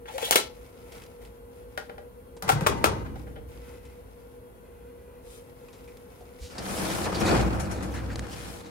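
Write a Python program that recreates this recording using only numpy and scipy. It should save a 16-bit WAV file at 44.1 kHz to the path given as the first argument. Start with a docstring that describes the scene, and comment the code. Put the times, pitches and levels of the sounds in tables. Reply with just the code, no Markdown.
"""A vending machine hums in a small tiled room. A plastic cash box squeaks and snaps open, and bills
rub and crackle as they are drawn out. The lid is tapped shut, then the box slides and bumps inside the
steel door, which rings on. The bills are fanned and close with a swish. A footstep thumps and scuffs,
cloth brushes past, and the heavy door swings: its panel rumbles while its edge grinds and scratches,
with a few sharp ticks. Last, the door slows in a stutter of short scrapes and comes to rest."""
import sys
import numpy as np
from scipy import signal
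from scipy.fft import rfft, irfft, next_fast_len
from scipy.io import wavfile
from scipy.ndimage import uniform_filter1d, map_coordinates

SR = 44100
rng = np.random.default_rng(int(sys.argv[2]) if len(sys.argv) > 2 else 0)


def generate_wav(signal):
    """Clip the signal to [-1, 1] and save it as 16-bit WAV at the path in sys.argv[1]."""
    frames = np.transpose(np.atleast_2d(signal))
    scaled = np.clip(frames, -1, 1) * 32767
    pcm = np.round(scaled).astype(np.int16)
    wavfile.write(sys.argv[1], SR, pcm)


N = 383664
RIGHT_DELAY_S = 19 / SR
LOW_CUT_HZ, HIGH_CUT_HZ = 45, 15900

# Levels are set before any later gain. A fade_s is the time to fall by 60 dB.
# A TONE table says how strong a sound is from low to high pitch.

# the compressor's hum: pitch_hz, level_db, waver_share
HUM_NOTES = [(51.7, -58.5, 0.78), (122.7, -68, 0.43), (259.7, -62, 0.2), (356.6, -69, 0.4), (1460, -73, .4)]
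# air rushing from the cooling fan: pitch_hz, level_db
AIR_TONE = [(25, -29), (55, 2), (85, -5), (140, -10.5), (250, -9), (330, -16.5), (490, -3), (660, -20),
            (850, -16.5), (1700, -30), (2200, -31), (3700, -39), (7000, -43.5), (10500, -35), (15500, -41)]

# hits: start_s, level_db, bass_db, treble_db, contact_s, favoured_pitch_hz, boost_db
LID_SNAPS = [(.055, -42.5, 4, -19.5, 0.0035, 1650, 9), (.080, -35, -13.5, -16, 0.008, 830, 15),
             (.180, -29, -4, -3.5, 0.002, 730, 12.5), (.2255, -31, -0.5, -11, 0.0022, 474, 7),
             (.243, -27, -16, 9, 0.0081, 3350, 12), (.3092, -14.5, 0.5, 11.5, 0.00085, 740, 13),
             (.3222, -19, -5.5, -0.5, 0.0032, 2900, 2.5), (.3563, -11, 1.5, 3.5, 0.0019, 2220, 3)]  # the lid's catch snaps
BOX_TAPS = [(1.775, -26.5, 7, 4, 0.0018, 1470, 5.3), (1.894, -36.5, 10, -8, 0.0025, 600, 4.5),
            (1.980, -37.5, 4.5, -3, 0.0015, 590, 15), (2.423, -31.5, 2, 17, 0.0014, 1130, 13),
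            (3.059, -41.5, 5, -3, 0.0057, 694, 2.9), (3.156, -41.5, -5, 4, 0.0027, 740, 14),
            (3.266, -43, 14, -20, 0.0078, 710, 3.5), (3.357, -39, 20, -10, 0.0089, 3300, 9.1)]  # light taps as the box is handled and rocks
DOOR_KNOCKS = [(2.478, -30, -23, -7, 0.004, 800, 3.4), (2.4902, -15.5, 0, -5.5, 0.0023, 1460, 10),
               (2.4966, -15, 4.5, -7.5, 0.0037, 773, 9.9), (2.515, -26, -12, -4, 0.0057, 1500, 3.2),
               (2.608, -34, -13, -5, 0.0023, 1900, 4), (2.6628, -13, 13, -12, 0.0034, 880, 10.5),
               (2.668, -13, 12.5, -4.5, 0.0016, 1090, 9.5), (2.8407, -11.5, 9.5, -8, 0.0023, 1180, 3.6),
               (2.855, -18.5, 13, -7, 0.0033, 1320, 3.1)]  # the box bumps the door
# the notes each thing rings with when hit: pitch_hz, level_db, fade_s
LID_NOTES = [(429, -6, 0.14), (495, 3, 0.0524), (846, -5.5, 0.08), (1357, -2, 0.1376), (1760, -11, 0.0793),
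             (2170, -7, 0.11), (2706, -8, 0.034), (3020, -3, 0.038), (3350, -3, 0.08), (4000, -6.5, 0.083),
             (8520, -16, 0.0504)]
BOX_NOTES = [(454, -3, 0.33), (608, -1.5, 0.047), (807, 3.5, 0.04), (1394, 0, 0.047), (1540, -9, 0.065),
             (1900, -6, 0.11), (2990, -8, 0.022)]
DOOR_NOTES = [(349, -4.5, 0.28), (470, -1.5, 0.46), (633, -4, 0.13), (794, 7, 0.05), (868, 7.5, 0.047),
              (1085, 5, 0.034), (1180, 6, 0.06), (1338, 6, 0.06), (1600, -11, 0.13), (2180, -4.5, 0.1),
              (2460, -1, 0.1), (3316, -5, 0.078)]
# the crack of their many crowded higher notes: pitch_hz, level_db
LID_CRACK_TONE = [(60, -22), (200, -0.5), (450, 6.5), (1000, 4.5), (2700, 0), (5000, -7), (9500, -8),
                  (11500, -10.5), (15500, -8.5)]
BOX_CRACK_TONE = [(60, -61), (300, 1), (600, 18), (1100, 17), (1600, 20), (3700, -0.5), (6500, -4),
                  (9500, -33), (15500, -33)]
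DOOR_CRACK_TONE = [(60, -26), (230, -26.5), (400, 0.5), (1300, 2), (2500, -5.5), (4000, -4.5), (9500, -5.5),
                   (11500, -9), (15500, -10.5)]

# the lid slides ever harder against its catch, then comes free: time_s, level_db
LID_SLIDE_CURVE = [(.06, -55.5), (.22, -39), (.4, -37.5), (.48, -54)]
# plastic sliding, bright at the lid and hollow along the door: pitch_hz, level_db
LID_SLIDE_TONE = [(150, -11), (400, -3), (600, 15.5), (880, 7.5), (1150, -12), (2500, -0.5),
                  (4000, -5.5), (10000, -5.5), (15500, -14)]
BOX_SLIDE_TONE = [(120, 2), (195, 9.5), (260, -10), (380, 4), (700, 0.5), (1200, -8), (2500, -18),
                  (5000, -27), (10000, -33), (15500, -50)]
# the plastic squeaks as the lid is worked loose: start_s, length_s, level_db, pitch_hz
LID_SQUEAKS = [(0.07, 0.022, -48, 3400), (.14, 0.028, -34, 540), (0.184, 0.022, -39.5, 880),
               (0.223, 0.035, -36, 3400)]
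# dull thumps of the box, the door panel and a footstep: start_s, peak_db, pitch_hz, fade_s
DULL_THUMPS = [(0.228, -21.5, 467, 0.087), (0.357, -23, 445, 0.015), (2.495, -16, 763, 0.058),
               (2.525, -21, 127, 0.15), (2.553, -17, 139, 0.11), (2.62, -23, 158, 0.076),
               (2.667, -23, 401, 0.25), (2.844, -19.5, 342, 0.058), (6.407, -31, 54, 0.11),
               (6.439, -34, 72, 0.062), (7.332, -22, 130, 0.033), (7.332, -19, 294, 0.047)]

# rubbing strokes: start_s, length_s, level_db
BILL_STROKES = [(.48, 0.48, -56), (.85, 0.24, -55), (1.2, 0.029, -53), (1.5, 0.4, -61.5), (3.15, 0.17, -58),
                (3.47, 0.26, -53.5), (3.76, 0.58, -64), (5.25, 0.25, -61), (5.55, 1, -57.5)]  # bills are drawn out, squared and gathered
BOX_STROKES = [(2.42, 0.37, -33), (2.83, 0.049, -31.5)]  # the box is pushed along the door
THUMB_STROKES = [(3.5, 0.36, -66), (4.6, 0.57, -69)]  # a thumb fans the bills
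SWISH_STROKES = [(5.21, 0.16, -52.5), (6.6, 0.43, -39), (8.26, 0.32, -50)]  # the bills close up, cloth brushes past
SHOE_STROKES = [(6.39, 0.047, -44.5)]  # a sole on the tiles
SETTLING_STROKES = [(7.94, 0.056, -46.5), (8.085, 0.02, -44.5), (8.215, 0.035, -54)]  # the door comes to rest
# notes that rubbing keeps ringing: pitch_hz, width_hz, level_db
LID_RUB_NOTES = [(534, 42, -5), (824, 62, -2), (1860, 140, -7), (2300, 45, -16), (4360, 140, -13)]
PAPER_RUB_NOTES = [(1540, 210, -2), (2016, 89, -2), (2440, 89, -4.5)]
SHOE_RUB_NOTES = [(4700, 4500, 0)]
EDGE_SCRATCH_NOTES = [(2720, 690, -4), (4670, 910, -3), (7300, 2500, -6.5)]
EDGE_RUB_NOTES = [(1620, 430, 10), (2440, 370, -13)]

# small clicks: start_s, level_db, pitch_hz, ring_against_click_db, fade_s
CREASE_POPS = [(.92, -49.5, 3600, -12, 0.1), (.978, -55, 4000, -14, .06), (1.018, -52.5, 3200, 1, .04),
               (1.036, -55, 5500, -3, 0.034), (1.062, -57, 4800, -5, 0.027), (1.249, -55.5, 4300, -8, .04),
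               (3.85, -54.5, 2890, -5, 0.13)]  # creases pop as the bills bend
SMALL_TICKS = [(2.366, -47.5, 890, -4, 0.094), (5.684, -54, 2570, 2, 0.06), (5.728, -50, 4000, -26, 0.24),
               (5.876, -51.5, 2390, 3, 0.18), (5.97, -55, 12100, -8, 0.033), (6.206, -47, 706, 9, 0.14),
               (6.581, -35, 4800, -1, 0.087), (7.1456, -33, 4400, 17, 0.18), (7.311, -35, 4520, 10, 0.054),
               (8.157, -37.5, 4350, -9, 0.02), (8.1932, -36, 2300, -11, 0.011),
               (8.268, -44, 1300, 1, 0.013)]  # small sharp ticks and a light footstep
EDGE_CATCHES = [(6.888, -35, 900, 11, .1), (7.056, -29, 740, -18, 0.2), (7.213, -36, 1150, 4, .06),
                (7.245, -31, 525, 0, 0.12), (7.275, -29, 700, -5, 0.11), (7.323, -29, 486, 15, 0.14),
                (7.335, -31, 1150, 2, 0.095)]  # the door's edge catches on rough spots
# the tone of those three kinds of click: pitch_hz, level_db
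POP_TONE = [(300, -6), (2000, 11), (6000, 8), (10000, 6), (15000, -12)]
TICK_TONE = [(300, 25), (2000, 14.5), (7000, 13), (10000, 10), (15000, -34)]
CATCH_TONE = [(120, -4), (300, 1), (700, 4), (1400, 1), (2500, -10), (5000, -28), (10000, -28),
              (15000, -45)]
# sliding paper, fine crackle and brushing cloth: pitch_hz, level_db
PAPER_TONE = [(300, 18.5), (900, 13.5), (1600, 8), (2300, 7.5), (4000, -2), (7000, -1.5), (9300, -0.5),
              (15500, -6)]
CRACKLE_TONE = [(300, -3), (1500, 13), (5000, 7), (10000, -3), (15500, -34)]
CLOTH_TONE = [(500, -10), (2000, 1), (5000, 1.5), (8000, 3), (10000, 5), (12000, -3), (15500, -8)]

# how hard the swinging door shakes, drags and hisses: time_s, level_db
SHAKE_CURVE = [(6.52, -56), (6.61, -46), (7.11, -43), (7.41, -25.5), (7.68, -35.5), (8.21, -34.5),
               (8.27, -44.5), (8.5, -44), (8.7, -58.5)]
DRAG_CURVE = [(6.5, -54.5), (6.58, -42.5), (6.74, -35.5), (7.19, -31.5), (7.27, -25), (7.36, -25.5),
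              (7.51, -34), (8.05, -43), (8.7, -50)]
HISS_CURVE = [(6.5, -51.5), (6.65, -43), (6.9, -38), (7.13, -40), (7.32, -31.5), (7.43, -38.5),
              (7.52, -47.5), (8.2, -52), (8.4, -44.5), (8.7, -54.5)]
# the panel's boom and drone, and its edge's grind, hiss and scrape: pitch_hz, level_db
BOOM_TONE = [(25, 6), (45, -10), (63, 21.5), (78, 8.5), (110, -18), (200, -56)]
DRONE_TONE = [(60, -53), (92, 2.5), (120, -3), (145, -3), (165, -13), (195, -8.5), (245, -6.5), (330, -6.5),
              (600, -61)]
GRIND_TONE = [(120, -3.5), (165, 1.5), (190, 9), (235, -1.5), (280, -11), (335, 4.5), (400, -7.5),
              (500, -0.5), (630, -5), (800, -1.5), (1000, -10), (1300, -7.5), (1750, -17.5), (2500, -19.5),
              (4000, -48)]
HISS_TONE = [(1500, 6), (2600, 1), (3300, 0), (4500, -1.5), (7500, -4.5), (9500, -7), (11500, -14),
             (15500, -32)]
SCRAPE_TONE = [(300, -6), (1500, 12.5), (3000, 0.5), (6000, 2), (9500, 3), (12000, -7), (15500, -20)]

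# how long the room echoes: pitch_hz, fade_s
ECHO_FADES = [(100, 0.38), (400, 0.39), (1500, 0.23), (5000, 0.26), (10000, 0.15), (16000, 0.088)]
# the brightness of the echo: pitch_hz, level_db
ECHO_TONE = [(200, -2.5), (3000, 3.5), (8000, 7), (15000, 9)]
# how alike a noise is on the left and right: pitch_hz, likeness_share
STEREO_LIKENESS = [(60, 0.98), (130, 0.68), (290, 0.45), (640, 0.64), (1400, 0.13), (7000, 0.2),
                   (10000, 0.03)]
# how much louder a noise is on the left: pitch_hz, left_minus_right_db
LEFT_LEAD = [(80, -0.5), (400, 4), (1300, 1.5), (2400, 1.5), (4400, 6), (7000, 8), (10000, -1)]
# how wide the whole scene sounds: pitch_hz, side_gain_db
STEREO_WIDTH = [(60, 4), (200, -1.5), (500, -1), (8500, 1.5), (10000, -3), (12500, -47), (14000, -1)]


def amp(db):
    """Turns decibels into a number to multiply by."""
    return 10 ** (np.asarray(db) / 20)


def unit_power(x):
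    """Scales a signal to an average power of 1."""
    return x / np.sqrt(np.mean(x ** 2) + 1e-20)


def unit_energy(x):
    """Scales a signal to a total energy of 1 per channel, on average."""
    return unit_power(x) / np.sqrt(x.shape[-1])


def at_pitch(points, hz):
    """Looks up a table's value at any pitch, sliding between its rows."""
    pitches, values = np.transpose(points)
    return np.interp(np.log(hz + 1), np.log(pitches), values)


def follow(curve):
    """Gain that follows a level curve and is silent outside it."""
    times, db = np.transpose(curve)
    return amp(np.interp(np.arange(N) / SR, times, db, left=-200, right=-200))


def strokes(rows, rise_s, fall_db_per_s):
    """Gain of rubbing strokes: each swells, then dies away once its length is up."""
    t = np.arange(N) / SR
    gain = 0
    for start, length, db in rows:
        swell = np.clip((t - start) / rise_s, 0, 1)
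        gain = gain + swell * amp(db - fall_db_per_s * np.maximum(t - start - length, 0))
    return gain


def add(mix, start_s, sound):
    """Mixes a stereo sound in at its start time."""
    part = mix[:, round(start_s * SR):][:, :sound.shape[1]]
    part += sound[:, :part.shape[1]]


def drift(per_s):
    """A smooth random wobble that heads for a new value per_s times a second."""
    targets = rng.standard_normal(4096)
    return unit_power(map_coordinates(targets, [np.arange(N) / SR * per_s], order=2, mode="wrap"))


def colour(x, tone):
    """Filters a sound to the given tone, with no ringing ahead of a hit."""
    log_gain = np.log(amp(at_pitch(tone, abs(np.fft.fftfreq(2048, 1 / SR)))))
    response = np.fft.ifft(np.exp(np.conj(signal.hilbert(log_gain)))).real
    return signal.oaconvolve(x, response[None], axes=1)[:, :x.shape[1]]


def white_noise(size):
    """Plain hiss, mostly the same on both sides."""
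    return rng.standard_normal(size) + 0.5 * rng.standard_normal((2, size))


def noise(tone, grain_db=0, ripple_db=6, ripple_hz=22, delay_s=RIGHT_DELAY_S):
    """Stereo noise: tiny uneven slips make it grainy, and standing waves ripple its tone."""
    size = next_fast_len(N, True)
    hz = np.fft.rfftfreq(size, 1 / SR)
    slips = np.repeat(np.clip(rng.standard_normal(size // 64 + 1), -3, 3), 64)[:size]
    left, other = rfft(rng.standard_normal((2, size)) * amp(grain_db * slips))
    alike = np.clip(at_pitch(STEREO_LIKENESS, hz), -1, 1)
    right = alike * left + np.sqrt(1 - alike ** 2) * other
    right = right * amp(-at_pitch(LEFT_LEAD, hz)) * np.exp(-2j * np.pi * hz * delay_s)
    ripple = map_coordinates(rng.standard_normal(4096), [hz / ripple_hz], order=1, mode="wrap")
    gain = amp(at_pitch(tone, hz) + ripple_db * ripple * np.minimum(hz / 1000, 1))
    return unit_power(irfft(np.array([left, right]) * gain, size)[:, :N])


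def rubbed(notes, waver, waver_hz):
    """Rubbing keeps notes ringing; their pitches shift together as the grip changes."""
    friction = white_noise(N)
    ringing = 0
    for hz, width_hz, db in notes:
        band = signal.lfilter(*signal.iirpeak(hz, hz / width_hz, SR), friction)
        ringing = ringing + amp(db) * unit_power(band)
    position = np.cumsum(1 + waver * drift(waver_hz))
    return unit_power(np.array([np.interp(position, np.arange(N), side) for side in ringing]))


def random_kicks(per_s, spread_db):
    """Tiny pushes at random times, mostly small and a few large."""
    return (rng.random(N) < per_s / SR) * amp(spread_db * np.minimum(rng.exponential(1, N), 2.5))


def from_left(x, far_db):
    """A sound from the left reaches the right side later; far_db weakens it there above the bass."""
    late = np.pad(x[1], (round(RIGHT_DELAY_S * SR), 0))[None, :x.shape[1]]
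    shade = [(100, 0.014), (400, far_db), (1000, far_db), (2400, far_db / 2), (6500, far_db),
             (9500, 0.04)]
    return np.array([x[0], colour(late, shade)[0]])


def room(x, echo_db, first_s=0.0013, build_s=0.0022, echoes_per_s=4000):
    """Echoes off the cabinet and tiles build up quickly; the highest pitches die first."""
    size = SR // 2
    echoes = rng.choice([-1., 1.], (2, size)) * (rng.random((2, size)) < echoes_per_s / SR)
    hz, t, bands = signal.stft(echoes, SR, nperseg=256)
    bands = bands * amp(-60 * t / at_pitch(ECHO_FADES, hz)[:, None] + at_pitch(ECHO_TONE, hz)[:, None])
    tail = signal.istft(bands, SR, nperseg=256)[1][:, :size]
    tail = unit_energy(tail * np.clip((np.arange(size) / SR - first_s) / build_s, 0, 1))
    return x + amp(echo_db) * signal.oaconvolve(x, tail, axes=1)[:, :N]


def machine_hum(air_db=-49.5, waver_hz=16):
    """The compressor's notes waver over the rush of air from the cooling fan."""
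    t = np.arange(N) / SR - np.array([[0], [RIGHT_DELAY_S]])
    out = amp(air_db) * noise(AIR_TONE, ripple_db=4.5, ripple_hz=28)
    for hz, db, waver in HUM_NOTES:
        angle = 2 * np.pi * (hz * t + rng.random())
        note = (1 + waver * drift(waver_hz)) * np.cos(angle) + waver * drift(waver_hz) * np.sin(angle)
        out += amp(db) * unit_power(note)
    return out


def fan_whine(pitch_hz=480.7, level_db=-51, wander_hz=3.5, flutter=0.32):
    """The blades make one clean note that wanders with the fan's speed and flutters a little."""
    turns = np.cumsum(pitch_hz + wander_hz * drift(5)) / SR - pitch_hz * np.array([[0], [RIGHT_DELAY_S]])
    return amp(level_db) * unit_power((1 + flutter * drift(22)) * np.cos(2 * np.pi * turns))


def contact_force(t, contact_s):
    """One touch is a quick burst of tiny impacts, about equally strong at all pitches."""
    age = t / max(contact_s, 1e-4)
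    burst = white_noise(len(t)) * age * np.exp(-age)
    flat = irfft(np.exp(1j * np.angle(rfft(burst))), len(t))
    return unit_energy(flat * np.exp(-age / 10))


def hits(rows, notes, crack_tone, ring_db, far_db, sharpness=7):
    """Each hit on the lid, box or door makes a crack and sets that thing's own notes ringing."""
    out, t = np.zeros((2, N)), np.arange(16384) / SR
    for start, db, bass_db, treble_db, contact_s, pitch_hz, boost_db in rows:
        force = contact_force(t, contact_s)
        shifts = 1 + 0.0098 * rng.standard_normal(len(notes))  # the grip shifts the notes
        ring = sum(amp(note_db) * unit_energy(np.cos(2 * np.pi * hz * shift * t) * amp(-60 * t / fade_s))
                   for (hz, note_db, fade_s), shift in zip(notes, shifts))
        ringing = unit_energy(signal.fftconvolve(force, ring[None], axes=1)[:, :len(t)])
        sound = unit_energy(colour(force, crack_tone)) + amp(ring_db) * ringing
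        # the spot that is hit favours the notes near one pitch
        favoured = signal.lfilter(*signal.iirpeak(pitch_hz, sharpness, SR), sound)
        sound = sound + (amp(boost_db) - 1) * favoured
        sound = colour(sound, [(350, bass_db), (900, 0.012), (2500, 0.00121), (7000, treble_db)])
        add(out, start, amp(db) * unit_energy(sound) * np.sqrt(SR / 100))  # as if packed into 10 ms
    return from_left(out, far_db)


def lid_slide(ring_db=-4, uneven_db=2):
    """The plastic lid sticks and slips against its catch, which makes it ring."""
    scrape = noise(LID_SLIDE_TONE, grain_db=3)
    ringing = from_left(rubbed(LID_RUB_NOTES, waver=0.00765, waver_hz=18), far_db=0)
    return follow(LID_SLIDE_CURVE) * (scrape + amp(ring_db) * ringing) * amp(uneven_db * drift(70))


def lid_squeaks(width_share=0.019):
    """Each squeak is one narrow note kept going by rubbing."""
    out = 0
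    for start, length, db, hz in LID_SQUEAKS:
        gain = strokes([(start, length, db)], rise_s=0.0084, fall_db_per_s=599)
        out = out + gain * rubbed([(hz, width_share * hz, 0)], waver=0.018, waver_hz=40)
    return from_left(out, far_db=-5.5)


def thumps():
    """Each dull thump of the box, the door panel or a footstep swells over one cycle, then dies away."""
    out, t = np.zeros((2, N)), np.arange(8192) / SR
    for start, db, hz, fade_s in DULL_THUMPS:
        wave = np.sin(2 * np.pi * hz * t) * np.minimum(t * hz, 1) * amp(-60 * t / fade_s)
        add(out, start, amp(db) * np.array([wave, wave]) / abs(wave).max())
    return from_left(out, far_db=-3.5)


def crackle(per_s, spread_db, fade_s=0.03):
    """Scattered little snaps, each a short puff of noise."""
    t = np.arange(2048) / SR
    kicks = random_kicks(per_s, spread_db)
    puff = rng.standard_normal((2, len(t))) * amp(-60 * t / fade_s)
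    snaps = signal.oaconvolve(kicks[None], puff, axes=1)[:, :N]
    return unit_power(colour(snaps, CRACKLE_TONE))


def bills(flutter_db=2):
    """Worn paper slides in small slips and its creases crackle; fanned sheets rub with a hollow tone."""
    creases = amp(-11) * crackle(per_s=110, spread_db=3, fade_s=0.025)
    paper = noise(PAPER_TONE, grain_db=-1, ripple_db=4.5)
    sliding = strokes(BILL_STROKES, rise_s=0.023, fall_db_per_s=102) * (paper + creases)
    hollow = rubbed(PAPER_RUB_NOTES, waver=0.022, waver_hz=5.5)
    fanning = strokes(THUMB_STROKES, rise_s=0.072, fall_db_per_s=68) * hollow
    pops = clicks(CREASE_POPS, POP_TONE, rise_s=0.002, width_share=0.56)
    return amp(flutter_db * drift(25)) * (sliding + fanning) + pops


def clicks(rows, tone, rise_s, width_share):
    """Each dry click is a burst of noise that rings one note; a wider note is less clear in pitch."""
    out, t = np.zeros((2, N)), np.arange(8192) / SR
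    for start, db, hz, ring_db, fade_s in rows:
        click = white_noise(len(t)) * np.minimum(t / rise_s, 1) * amp(-60 * t / fade_s)
        ring = np.sin(2 * np.pi * hz * t) * np.exp(-np.pi * width_share * hz * t)
        ringing = unit_energy(signal.fftconvolve(click, ring[None], axes=1)[:, :len(t)])
        sound = unit_energy(colour(click, tone)) + amp(ring_db) * ringing
        add(out, start, amp(db) * unit_energy(sound) * np.sqrt(SR / 100))  # as if packed into 10 ms
    return out


def box_slide(uneven_db=2):
    """The box sticks and slips along the door with a hollow scrape."""
    gain = strokes(BOX_STROKES, rise_s=0.043, fall_db_per_s=77)
    return gain * noise(BOX_SLIDE_TONE) * amp(uneven_db * drift(70))


def door_rumble(tone, swing_db, knock_db, swell_s, fade_s):
    """The steel panel stores each knock's energy and lets it leak away; later it shakes as it swings."""
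    energy = 0
    for start, db, *_ in DOOR_KNOCKS:
        age = np.maximum(np.arange(N) / SR - start, 0)
        energy = energy + (np.minimum(age / swell_s, 1) * amp(db + knock_db - 60 * age / fade_s)) ** 2
    rumble = noise(tone, delay_s=0)
    power = abs(uniform_filter1d((rumble ** 2).mean(0), 3000))
    steady = rumble / np.sqrt(power + 0.12)  # smooths out the noise's own swells
    return (amp(swing_db) * follow(SHAKE_CURVE) + np.sqrt(energy)) * steady


def swishes():
    """The closing bills and passing cloth brush with a bright, finely grained hiss."""
    return strokes(SWISH_STROKES, rise_s=0.13, fall_db_per_s=230) * noise(CLOTH_TONE, grain_db=1.5)


def shoe_scuff():
    """A sole scrapes briefly over the tiles."""
    gain = strokes(SHOE_STROKES, rise_s=0.075, fall_db_per_s=180)
    return gain * rubbed(SHOE_RUB_NOTES, waver=0.05, waver_hz=20)


def door_drag(grind_db=1.94, hiss_db=-2):
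    """The dragging edge grinds, hisses and crackles, all trembling together."""
    grind = follow(DRAG_CURVE) * noise(GRIND_TONE, grain_db=1.5, ripple_db=2, delay_s=-RIGHT_DELAY_S)
    grit = amp(-7) * crackle(per_s=110, spread_db=5)
    hiss = follow(HISS_CURVE) * (noise(HISS_TONE, grain_db=1.5) + grit)
    tremble = amp(drift(110) + 0.8 * drift(22))
    return (amp(grind_db) * grind + amp(hiss_db) * hiss) * tremble


def door_judder(level_db=-4, low_hz=300, high_hz=1500, ring_cycles=6, fall_db_per_octave=3):
    """The edge sticks and slips; each little slip briefly rings one of the panel's many notes."""
    t, out = np.arange(2048) / SR, 0
    for hz in np.geomspace(low_hz, high_hz, 16):
        slips = random_kicks(per_s=28, spread_db=2.5)
        wave = np.sin(2 * np.pi * hz * t + rng.uniform(-1.1, 1.0, (2, 1)))
        ring = unit_energy(wave * np.exp(-np.pi * hz * t / ring_cycles))
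        gain = amp(-fall_db_per_octave * np.log2(hz / low_hz))
        out = out + gain * signal.oaconvolve(slips[None], ring, axes=1)[:, :N]
    return amp(level_db) * follow(DRAG_CURVE) * unit_power(out)


def door_scratches(level_db=-6.5):
    """Rough spots along the dragging edge give brief scratches that waver in pitch."""
    spots = unit_power(amp(5.5 * np.clip(drift(38), -2, 1.7)))
    scratch = rubbed(EDGE_SCRATCH_NOTES, waver=0.12, waver_hz=22.12)
    return amp(level_db) * follow(HISS_CURVE) * spots * scratch


def door_stutter(start_s=7.596, every_s=0.1137, length_s=0.0096, first_db=-36.5, drop_db=2.5):
    """The slowing edge slips four times at an even pace, each bright scrape weaker than the last."""
    slips = [(start_s + k * every_s, length_s, first_db - k * drop_db) for k in range(4)]
    return strokes(slips, rise_s=0.004, fall_db_per_s=306) * noise(SCRAPE_TONE, grain_db=-1)


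def door_settling(uneven_db=2):
    """The edge comes to rest with a few uneven, hollow rubs."""
    gain = strokes(SETTLING_STROKES, rise_s=0.014, fall_db_per_s=260) * amp(uneven_db * drift(80))
    return gain * rubbed(EDGE_RUB_NOTES, waver=0.054, waver_hz=21.96)


def scene():
    """The box, the bills and the door over the machine's hum; hits and small ticks echo in the room."""
    snaps = room(hits(LID_SNAPS, LID_NOTES, LID_CRACK_TONE, ring_db=-3, far_db=-5.5), echo_db=-2.5)
    taps = room(hits(BOX_TAPS, BOX_NOTES, BOX_CRACK_TONE, ring_db=4, far_db=-4.5), echo_db=-2)
    knocks = hits(DOOR_KNOCKS, DOOR_NOTES, DOOR_CRACK_TONE, ring_db=-1.5, far_db=-5.5, sharpness=11.6)
    knocks = room(knocks, echo_db=-4)
    ticks = room(clicks(SMALL_TICKS, TICK_TONE, rise_s=0.00094, width_share=0.14), echo_db=-23)
    boom = door_rumble(BOOM_TONE, swing_db=0, knock_db=-26.5, swell_s=0.22, fade_s=4)
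    drone = door_rumble(DRONE_TONE, swing_db=-1, knock_db=-22, swell_s=0.038, fade_s=2)
    door = boom + drone + door_drag() + door_judder()
    door += clicks(EDGE_CATCHES, CATCH_TONE, rise_s=0.0024, width_share=0.16)
    door += door_scratches() + door_stutter() + door_settling()
    box = snaps + lid_slide() + lid_squeaks() + taps + box_slide() + knocks
    handling = thumps() + bills() + ticks + swishes() + shoe_scuff()
    return machine_hum() + fan_whine() + box + handling + door


def record(dry):
    """Cuts the deepest bass, sets the stereo width pitch by pitch, then cuts the highest treble."""
    dry = signal.sosfilt(signal.butter(2, LOW_CUT_HZ, "highpass", fs=SR, output="sos"), dry)
    mid, side = (dry[0] + dry[1]) / 2, (dry[0] - dry[1]) / 2
    size = next_fast_len(N, True)
    width = amp(at_pitch(STEREO_WIDTH, np.fft.rfftfreq(size, 1 / SR)))
    side = irfft(rfft(side, size) * width, size)[:N]
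    high_cut = signal.firwin(401, HIGH_CUT_HZ, window=("kaiser", 8), fs=SR)
    return signal.oaconvolve(np.array([mid + side, mid - side]), high_cut[None], "same", axes=1)


dry = scene()
out = record(dry)
generate_wav(out)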